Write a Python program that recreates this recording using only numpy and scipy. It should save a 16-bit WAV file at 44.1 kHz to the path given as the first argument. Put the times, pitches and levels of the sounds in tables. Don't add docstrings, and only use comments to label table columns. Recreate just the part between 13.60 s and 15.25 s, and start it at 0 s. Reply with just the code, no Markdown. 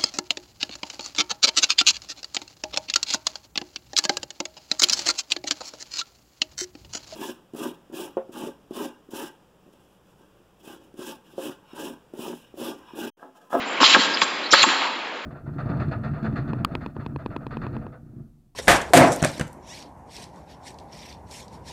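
import sys
import numpy as np
from scipy import signal
from scipy.fft import rfft, irfft
from scipy.io import wavfile

SR = 44100
rng = np.random.default_rng(int(sys.argv[2]) if len(sys.argv) > 2 else 0)


def log_audio(samples):
    frames = np.atleast_2d(samples).T
    limited = np.clip(frames, -1, 1)
    pcm = np.round(limited * 32767).astype(np.int16)
    wavfile.write(sys.argv[1], SR, pcm)


def nominal_scale(level):
    x = np.asarray(level, float) / 20
    return 10 ** x


N = 72765

# freq_hz [Hz], density_db [dB per Hz]
HISS_SPECTRUM = [(100, -0.5), (170, -6), (264, -1.5), (788, -1), (1070, -0.5), (2670, -4), (4500, -15),
                 (5600, -46.5), (7290, -21.5), (9480, -53), (16000, -120)]
# time_s [s], level_db [dB]
HISS_LEVEL = [(0, -30), (.2, -29), (0.799, -32), (1.304, -34), (1.65, -33.5)]
HISS_PATCHY_DB = 1.5

# freq_hz [Hz], t60_s [s]
HALL_DECAY = [(200, 0.85), (1000, 1.42), (4000, 1.26), (7400, 0.77)]
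HALL_DB, HALL_DELAY_S, HALL_BUILD_S = -12.5, 0.024, 0.0072

# pitch_hz [Hz], width_hz [Hz], level_db [dB]
PIPE_TONES = [(2760, 360, -25), (3260, 70, 2.5), (3983, 40, -1), (4386, 230, 4.5), (1230, 160, 3),
              (7550, 67, 12.5), (5420, 550, 3)]
# start_s [s], rise_s [s], hold_s [s], centre_hz [Hz]
VENTS = [
    (.215, .03, .1, 2900),
    (.375, .01, .07, 3800),
    (.908, .014, .01, 6000),
    (.945, .02, .065, 2400),
    (1.065, .025, .015, 2500),
    (.608, .008, .018, 5000),
    (1.018, .01, .008, 4500),
    (1.09, .03, .1, 1300),
    (.198, .015, .01, 3500),
    (1.2, .03, .05, 1400),
]
VENT_LEVELS = [-17, -27, -16.5, -20, -27, -23.5, -28, -30.5, -22.5, -29.5]
# start_s [s], rise_s [s], hold_s [s], centre_hz [Hz]
LEAKS = [(.214, .008, .01, 5200), (.53, .012, .004, 4900), (.57, .015, .015, 7200),
         (.906, .004, .006, 5500), (1.02, .008, .005, 6900), (.2, .004, .015, 2850),
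         (.985, .015, .025, 4200), (.24, .005, .02, 4100), (.05, .02, .06, 7200), (.825, .015, .03, 4200),
         (.922, .003, .006, 4300), (.94, .006, .04, 4300), (1.035, .005, .012, 1100), (1.1, .01, .04, 850),
         (1.22, .02, .09, 950), (.385, .01, .02, 4400)]
LEAK_LEVELS = [-25, -28, -37, -24, -19, -27, -22, -20, -43, -35, -24, -23, -30, -34, -36, -28]
VENT_WIDTH_OCTAVES, LEAK_WIDTH_OCTAVES = 1, .09
VENT_FALL_S, VENT_FLUTTER_DB = .01, 1.2

# start_s [s], level_db [dB], centre_hz of struck modes [Hz], chatter_s [s]
KNOCKS = [(.2305, -2, 1050, .002), (.2365, -6, 3300, .012), (.3445, -5, 2500, .003),
          (.3475, -1.5, 1500, .003), (.3527, -1, 1600, .002), (.6170, -5, 2300, .002),
          (.572, -12, 2800, .001), (.9345, .5, 1300, .003), (.9385, -.5, 1400, .005),
          (1.0305, 1, 2900, .003), (.2035, -11, 1000, .008), (.207, -17, 320, .015), (.241, -9, 1100, .005),
          (.335, -8, 2700, .008), (.342, -7, 3000, .006), (.360, -19, 550, .015), (.618, -10, 1200, .006),
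          (.9225, -13, 4800, .003), (.9255, -8, 4100, .004), (.927, -13, 510, .012), (.943, -9, 2900, .016),
          (1.003, -11, 3900, .003), (1.033, -11, 1050, .012), (1.039, -11, 1800, .003),
          (1.064, -18, 300, .015), (.9365, -8, 1150, .008), (.6175, -10, 4300, .008),
          (.221, -12, 2200, .008), (.2085, -13, 550, .004), (.2145, -11, 1100, .004),
          (.2405, -4, 3300, .005), (.2475, -4, 3300, .005), (.2525, -9, 4100, .008),
          (.2625, -9, 3300, .005), (.277, -10, 3200, .004), (.3565, -7, 1250, .002), (.359, -8, 1200, .002),
          (.362, -10, 1200, .002), (.364, -13, 420, .006), (.372, -13, 800, .004), (.386, -15, 390, .008),
          (.938, -6, 4200, .006), (.947, -6, 3300, .008), (.952, -8, 1700, .008), (1.0385, -9, 1100, .008),
          (1.088, -12, 1700, .005), (.6215, -11, 1200, .004), (.633, -15, 1100, .003)]
# pitch_hz [Hz], level_db [dB], t60_s [s]
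BODY_MODES = [(286.5, 1, 0.075), (357.4, -5, 0.074), (522.5, -3.5, 0.085), (650, -10, 0.014),
              (889, -7.5, 0.069), (1096.4, -8, 0.059), (1290, -9, 0.03), (1637, 5.5, 0.0069),
              (2320, 4.5, 0.0063), (2788, -5.5, 0.026), (3402, 1.5, 0.015), (4094, -7.5, 0.0084),
              (4143, -8.5, 0.045), (4910, 2.5, 0.011)]
REACH_OCTAVES, STRIKE_SPREAD_DB, LONGEST_RING_S = .38, 1.5, .04
CHATTER_PER_S, CHATTER_DB = 2500, -5
CRACK_CYCLES, CRACK_DB = 2.5, -5

# start_s [s], depth_db [dB], recovery_s [s]
GAIN_DIPS = [
    (.376, -2, .02),
    (1.046, -3, .02),
]
MIC_LOW_HZ, BAND_EDGE_HZ, TOP_HZ = 186.3, 7445, 16000
MIC_SKEW, OVERLOAD_DB, CEILING = .025, 1.5, .99


def rms_one(x):
    return x / np.sqrt(np.mean(x ** 2) + 1e-20)


def at_hz(points, hz):
    table_hz, values = np.array(points).T
    return np.interp(np.log(hz), np.log(table_hz), values)


def drift(rate_hz):
    r = np.exp(-80 * np.pi * rate_hz / SR)
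    slow = signal.lfilter([1], [1, -2 * r, r * r], rng.standard_normal(N // 40 + 2002))
    slow = slow[2000:]
    return np.interp(np.arange(N) / 40, np.arange(len(slow)), rms_one(slow))


def ring(x, hz, t60_s):
    r = nominal_scale(-60 / (max(t60_s, .0005) * SR))
    w = 2 * np.pi * hz / SR
    return signal.lfilter([0, np.sin(w)], [1, -2 * r * np.cos(w), r * r], x + 1e-18)


def bands():
    edges = 80 * 2 ** np.arange(0, 6.9, 1 / 3)
    white = rng.standard_normal((2, N))
    result = []
    for k, (low, high) in enumerate(zip(edges, edges[1:])):
        sos = signal.butter(2, [low, high], "band", fs=SR, output="sos")
        result.append((np.sqrt(low * high), signal.sosfilt(sos, white[k % 2])))
    return result


def hiss():
    shared = drift(0.67)
    noise = 0
    for hz, band in bands():
        patchy_db = HISS_PATCHY_DB * (.5 * shared + drift(12.4))
        noise = noise + nominal_scale(at_hz(HISS_SPECTRUM, hz) + patchy_db) * band
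    level_db = np.interp(np.arange(N) / SR, *np.transpose(HISS_LEVEL))
    return nominal_scale(level_db) * rms_one(noise)


def hall(x):
    t = np.maximum(np.arange(N) / SR - HALL_DELAY_S, 0)
    tail = sum(band * nominal_scale(-60 * t / at_hz(HALL_DECAY, hz)) for hz, band in bands())
    tail = tail * (1 - np.exp(-t / HALL_BUILD_S))
    return nominal_scale(HALL_DB) * signal.fftconvolve(x, tail / np.sqrt(np.sum(tail ** 2)))[:N]


def vents(rows, levels_db, width_octaves):
    t = np.arange(N) / SR
    hz = np.fft.rfftfreq(N, 1 / SR) + 1
    white = rng.standard_normal(N)
    air = white
    for pipe_hz, width_hz, db in PIPE_TONES:
        air = air + nominal_scale(db - 15) * rms_one(ring(white, pipe_hz, 0.77 / width_hz))
    jet = rfft(air)
    flutter = nominal_scale(VENT_FLUTTER_DB * drift(82))
    out = 0
    for (start, rise, hold, centre_hz), db in zip(rows, levels_db):
        colour = np.exp(-.5 * (np.log2(hz / centre_hz) / width_octaves) ** 2)
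        opening = np.clip((t - start) / rise, 0, 1)
        closing = np.exp(-np.maximum(t - start - rise - hold, 0) / VENT_FALL_S)
        out = out + nominal_scale(db) * opening * closing * rms_one(irfft(jet * colour, N))
    return out * flutter


def contact_clicks(chatter_s, span):
    t = np.arange(span) / SR
    chance, strength = rng.random((2, span))
    bounces = (chance < CHATTER_PER_S / SR) * (2 * strength - 1)
    clicks = bounces * nominal_scale(CHATTER_DB) * np.exp(-t / max(chatter_s, 1e-4))
    clicks[0] = -1
    return clicks


def knocks():
    span = SR // 6
    out = np.zeros(N + SR)
    for start, db, centre_hz, chatter_s in KNOCKS:
        clicks = contact_clicks(chatter_s, span)
        body = 0
        for (mode_hz, mode_db, t60_s), z in zip(BODY_MODES, rng.standard_normal(len(BODY_MODES))):
            strike = np.sign(z) * nominal_scale(mode_db + STRIKE_SPREAD_DB * abs(z))
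            nearness = np.exp(-.5 * (np.log2(mode_hz / centre_hz) / REACH_OCTAVES) ** 2)
            body = body + strike * nearness * ring(clicks, mode_hz, min(t60_s, LONGEST_RING_S))
        crack = ring(clicks, centre_hz, CRACK_CYCLES / centre_hz)
        sound = body / np.max(np.abs(body)) + nominal_scale(CRACK_DB) * crack
        first = int(start * SR)
        out[first:first + span] += nominal_scale(db) * sound / np.max(np.abs(sound))
    return out[:N]


def scene():
    air = vents(VENTS, VENT_LEVELS, VENT_WIDTH_OCTAVES) + vents(LEAKS, LEAK_LEVELS, LEAK_WIDTH_OCTAVES)
    machine = knocks() + air
    return (machine + hall(machine) + hiss())[None]


def top_cut(x):
    return signal.sosfilt(signal.butter(12, 7440, fs=SR, output="sos"), x)


def record(dry):
    t = np.arange(N) / SR
    dip_db = 0
    for start, depth_db, recovery_s in GAIN_DIPS:
        onset = np.clip((t - start) / 0.0019, 0, 1)
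        dip_db = dip_db + depth_db * onset * np.exp(-(np.maximum(t - start, 0) / recovery_s) ** 2)
    bass_cut = signal.butter(7, MIC_LOW_HZ, "high", fs=SR, output="sos")
    x = nominal_scale(dip_db) * signal.sosfilt(bass_cut, dry)
    x = x + MIC_SKEW * x * x
    narrow = signal.ellip(14, .3, 70, BAND_EDGE_HZ, fs=SR, output="sos")
    x = nominal_scale(OVERLOAD_DB) * signal.sosfilt(narrow, x)
    clipped = np.clip(x, -CEILING, CEILING)
    mix = signal.sosfilt(signal.cheby2(12, 60, TOP_HZ, fs=SR, output="sos"), clipped)
    return top_cut(mix)


dry = scene()
out = record(dry)
log_audio(out)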